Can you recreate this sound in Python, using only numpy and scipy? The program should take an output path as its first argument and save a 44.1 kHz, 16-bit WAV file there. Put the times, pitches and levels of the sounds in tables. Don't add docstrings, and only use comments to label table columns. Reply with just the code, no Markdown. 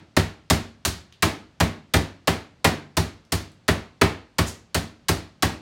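import sys
import numpy as np
from scipy import signal
from scipy.fft import rfft, irfft, next_fast_len
from scipy.io import wavfile
from scipy.ndimage import uniform_filter1d

SR = 44100
rng = np.random.default_rng(int(sys.argv[2]) if len(sys.argv) > 2 else 0)


def master_out(mix):
    frames = np.transpose(np.atleast_2d(mix))
    ceiling = np.clip(frames, -1, 1)
    pcm = np.round(ceiling * 32767).astype(np.int16)
    wavfile.write(sys.argv[1], SR, pcm)


N = 247401
SIZE = 18000
AGE = np.arange(SIZE) / SR


def from_db(db):
    return 10 ** (np.asarray(db) / 20)


def at_hz(points, hz):
    table = np.array(points)
    return np.interp(np.log(np.maximum(hz, 1)), np.log(table[:, 0]), table[:, 1])


def at_level(x, db):
    rms = np.sqrt(np.mean(x[:SR // 20] ** 2) + 1e-20)
    return from_db(db) * x / rms


def add(out, s, x):
    start = round(s * SR)
    first, last = max(start, 0), min(start + len(x), len(out))
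    out[first:last] += x[first - start:last - start]


def through(x, response):
    return signal.fftconvolve(x, response)[:SIZE]


def coloured(x, spectrum):
    size = next_fast_len(len(x))
    hz = np.abs(np.fft.fftfreq(size, 1 / SR))
    log_gain = np.log(from_db(at_hz(spectrum, hz)))
    response = np.exp(np.conj(signal.hilbert(log_gain)))[:size // 2 + 1]
    return irfft(rfft(x, size) * response, size)[:len(x)]


def resonant(x, hz, q, boost_db):
    peak = signal.lfilter(*signal.iirpeak(hz, q, fs=SR), x)
    return x + (from_db(boost_db) - 1) * peak


def push(squash_s, soft_s):
    force = np.exp(-.5 * ((AGE - squash_s) / soft_s) ** 2)
    return force / force.sum()


def ring(modes, scatter_db):
    out = 0
    for k, (hz, db, t60) in enumerate(modes):
        level_db = db + scatter_db * rng.standard_normal() - 60 * AGE / t60
        out = out + (-1) ** k * from_db(level_db) * np.sin(2 * np.pi * hz * AGE)
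    return out


def crackle(per_s, spread_db):
    size_db = spread_db * np.minimum(rng.exponential(1, SIZE), 3)
    sizes = from_db(size_db) * rng.choice([-1, 1], SIZE)
    return sizes * (rng.random(SIZE) < per_s / SR)


def linger(power, t60):
    kept = from_db(-60 / (t60 * SR)) ** 2
    return signal.lfilter([1], [1, -kept], power + 1e-18)


# (frequency [Hz], t60 [s])
REVERBERATION = [(150, 0.47), (500, 0.37), (1500, .39), (5000, 0.35), (8000, 0.27), (11000, 0.26),
                 (16000, 0.21)]
BAND_EDGES = np.geomspace(35, 18000, 15)
# (centre frequency [Hz], band-pass filter)
BANDS = [(np.sqrt(low * high), signal.butter(2, [low, high], "band", fs=SR, output="sos"))
         for low, high in zip(BAND_EDGES, BAND_EDGES[1:])]


def kitchen(envelope, near_db, near_t60):
    power, out = envelope ** 2, 0
    near = from_db(near_db) ** 2 * linger(power, near_t60)
    white = rng.standard_normal((2, SIZE))
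    for k, (hz, sos) in enumerate(BANDS):
        band = signal.sosfilt(sos, white[k % 2])
        band = band / np.sqrt(uniform_filter1d(band ** 2, size=2500) + 1e-12)
        tail = linger(power, at_hz(REVERBERATION, hz))
        out = out + band * np.sqrt(hz * (near + tail))
    return out / np.linalg.norm(out)


def flutter(x, echo_db, count):
    out = x.copy()
    for delay_s in rng.uniform(.002, .03, count):
        add(out, delay_s, from_db(echo_db) * x)
    return out


def snaps_in_kitchen(envelope, per_s, spread_db, direct_db, near_db, near_t60):
    snaps = crackle(per_s, spread_db) * envelope
    direct = from_db(direct_db) * snaps / (np.linalg.norm(snaps) + 1e-12)
    heard = direct + kitchen(envelope, near_db, near_t60)
    return flutter(heard, echo_db=-18, count=7)


# (frequency [Hz], relative level per Hz [dB])
ROOM_SPECTRUM = [(20, -28.5), (45, -8.5), (80, -4.5), (170, -6.5), (330, -16.5), (600, -20), (1500, -26),
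                 (4500, -30), (8000, -40.5), (16000, -63)]


def room_tone():
    noise = coloured(rng.standard_normal(N), ROOM_SPECTRUM)
    return from_db(-58) * noise / noise.std()


# (frequency [Hz], relative level per Hz [dB])
PAPER_SPECTRUM = [(300, -16.5), (1200, 2), (2500, -1), (4300, 3.5), (6000, 0), (8500, -2), (11000, -6.5),
                  (16000, -10.5)]


def paper_slap(squash_s, hold, release_s):
    pressed = np.exp(-np.maximum(AGE - hold * squash_s, 0) / release_s)
    snaps = snaps_in_kitchen(pressed, per_s=6500, spread_db=4, direct_db=1.0, near_db=8.0, near_t60=0.03)
    return coloured(snaps, PAPER_SPECTRUM)


# (frequency [Hz], relative level per Hz [dB])
SMACK_SPECTRUM = [(150, -21.5), (400, 1.5), (650, -0.5), (900, -1.5), (1400, -4), (2100, -4), (2800, -7.5),
                  (4200, -11.5), (7000, -23.5), (16000, -34.5)]


def meat_smack(squash_s, pockets, crest, rise_s, release_s):
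    late = AGE - crest * squash_s
    pressure = np.exp(np.minimum(late / rise_s, -late / release_s))
    squelch = snaps_in_kitchen(pressure, per_s=4500, spread_db=3.0, direct_db=-1.0,
                               near_db=9.5, near_t60=0.034)
    pop = np.diff(push(.55 * squash_s, soft_s=2 / SR), prepend=0)
    burst = coloured(squelch + from_db(-12.5) * pop / np.linalg.norm(pop), SMACK_SPECTRUM)
    for hz, lift_db in pockets:
        hollow = resonant(burst, hz, q=5.3, boost_db=lift_db) - burst
        burst = burst + hollow * np.exp(-AGE / 0.051)
    return burst


# (frequency [Hz], relative level [dB], t60 [s])
WORKTOP_MODES = [(270, -2.5, .08), (344.6, -8.5, 0.071), (376, -6.5, .14), (467, -15.5, 0.044),
                 (565, -8.5, 0.058), (647.6, -4, 0.081), (1113, -0.5, 0.052), (1455, -5, 0.046),
                 (2050, -4.5, 0.029)]
# (frequency [Hz], relative level per Hz [dB])
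KNOCK_SPECTRUM = [(100, -19.5), (200, -1), (300, 3.5), (400, -2), (500, -15), (650, -4.5), (1200, -25),
                  (4000, -80)]
# (frequency [Hz], relative level [dB], t60 [s])
ROOM_MODES = [(91.7, -4.5, 0.33), (148, -9.5, 0.7), (228.8, 0, 0.48), (318, -3, .42), (382.5, 6.5, 0.28),
              (446, -0.5, 0.32), (558, -6, 0.26), (680, -6, 0.35)]


def worktop_knock(squash_s, wash_db, standing_db):
    force = push(squash_s, soft_s=0.000067)
    knock = through(force, ring(WORKTOP_MODES, scatter_db=3.0))
    wash = coloured(kitchen(force, near_db=8.0, near_t60=0.032), KNOCK_SPECTRUM)
    build_up = 1 - np.exp(-AGE / 0.011)
    standing = through(force, ring(ROOM_MODES, scatter_db=5.5) * build_up)
    return at_level(knock, 0) + at_level(wash, wash_db) + at_level(standing, standing_db)


# (frequency [Hz], relative level [dB], t60 [s])
COUNTER_MODES = [(50.4, -36, 0.35), (72, -24.5, 0.26), (96.95, -19.5, 0.34), (111.8, -24, 0.23),
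                 (158.6, -15, 0.23), (176.5, -28.5, 0.18), (222.4, -19, 0.2), (315, -10.5, 0.012)]
# (delay [s], level [dB])
BOOM_ECHOES = [(0.011, -2.5), (0.0156, -3.3)]
# (frequency [Hz], relative level per Hz [dB])
BOOM_SPECTRUM = [(30, -16), (60, 0), (90, 3), (130, -9.5), (170, 1.5), (300, -15), (800, -48.5),
                 (3000, -82)]


def counter_boom(force, room_db):
    boom = through(force, ring(COUNTER_MODES, scatter_db=0.5))
    echoes = sum(from_db(db) * np.interp(AGE - delay, AGE, boom, left=0) for delay, db in BOOM_ECHOES)
    wash = coloured(kitchen(force, near_db=3.5, near_t60=.06), BOOM_SPECTRUM)
    return boom + echoes + at_level(wash, room_db)


# (first touch [s], time until the meat bottoms out [s], force [dB],
#   thud gain [dB], paper slap level [dB], resonance of the big pocket of trapped air [Hz])
MALLET_BLOWS = [(-0.19, 0.0068, 2.5, 1, -30, 640), (0.1661, 0.0067, 2.5, 3.5, -27, 650),
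                (0.5, 0.0088, 1, 3.5, -22.5, 643), (0.8503, 0.0096, -10.5, 0.5, -24, 640),
                (1.2235, 0.0073, 2.5, -2, -24.5, 1100), (1.6011, 0.008, 1.5, 3.5, -28.5, 910),
                (1.937, .0069, 2.5, 4.5, -25, 820), (2.2733, .0074, 2, -1, -27.5, 743),
                (2.6435, 0.0079, 5, 0, -25.5, 620), (2.9686, 0.008, -2, 1.5, -26.5, 930),
                (3.3205, .0074, -6, 0, -26.5, 640), (3.68, .0086, 2.5, .5, -28.5, 1110),
                (4.0129, .0059, 6, 3, -28.5, 1174), (4.3837, .0074, -.5, 2, -27.5, 1120),
                (4.7446, 0.0091, -3.5, -2, -26.5, 700), (5.0842, .011, -2, 1.5, -24, 1120),
                (5.4234, 0.0085, 0, -1, -25.5, 860)]
SMACK_DB, KNOCK_DB, KNOCK_PER_DB = -23, -25.5, 0.62
STOP_S, STOP_HALVES_DB = 0.00083, 9
BIG_POCKET_DB, SMALL_POCKET_HZ, SMALL_POCKET_DB = 5.0, 1770, 3.5


def pounding():
    out = np.zeros(N)
    for s, squash_s, force_db, thud_db, slap_db, pocket_hz in MALLET_BLOWS:
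        slap = paper_slap(squash_s, hold=0.84, release_s=0.0044)
        add(out, s, at_level(slap, slap_db))
        pockets = [(pocket_hz, BIG_POCKET_DB), (SMALL_POCKET_HZ, SMALL_POCKET_DB)]
        smack = meat_smack(squash_s, pockets, crest=0.82, rise_s=0.0031, release_s=0.0078)
        add(out, s, at_level(smack, SMACK_DB + force_db))
        knock = worktop_knock(squash_s, wash_db=1.5, standing_db=-6.0)
        add(out, s, at_level(knock, KNOCK_DB + KNOCK_PER_DB * force_db))
        soft_s = STOP_S * 2 ** (-force_db / STOP_HALVES_DB)
        thud = counter_boom(push(squash_s, soft_s), room_db=-36.5)
        add(out, s, from_db(thud_db) * thud)
    return out


# (time [s], length [s], level [dB], pitch [Hz])
PAPER_CRINKLES = [(0.978, .006, -59, 5140), (1.1233, .003, -56, 3600), (3.25, 0.0018, -70.5, 5500),
                  (3.517, 0.0017, -70, 8000), (4.459, 0.027, -38, 6800)]


def paper_crinkles():
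    out = np.zeros(N)
    for s, length_s, db, hz in PAPER_CRINKLES:
        swell = AGE / length_s * np.exp(-(AGE / length_s) ** 2)
        snaps = snaps_in_kitchen(swell, per_s=3500, spread_db=2.0, direct_db=3.0,
                                 near_db=-8.0, near_t60=.03)
        # (frequency [Hz], relative level per Hz [dB])
        fold = [(hz / 10, -30), (hz / 2, -9), (hz, 0), (2 * hz, -16), (10 * hz, -50)]
        add(out, s, at_level(coloured(snaps, fold), db))
    return out


def scene():
    return (room_tone() + pounding() + paper_crinkles())[None]


def record(dry):
    thinned = signal.sosfilt(signal.butter(2, 45, "high", fs=SR, output="sos"), dry)
    clipped = np.clip(thinned, -.95, .95)
    return signal.sosfilt(signal.ellip(10, .1, 90, 16000, fs=SR, output="sos"), clipped)


dry = scene()
out = record(dry)
master_out(out)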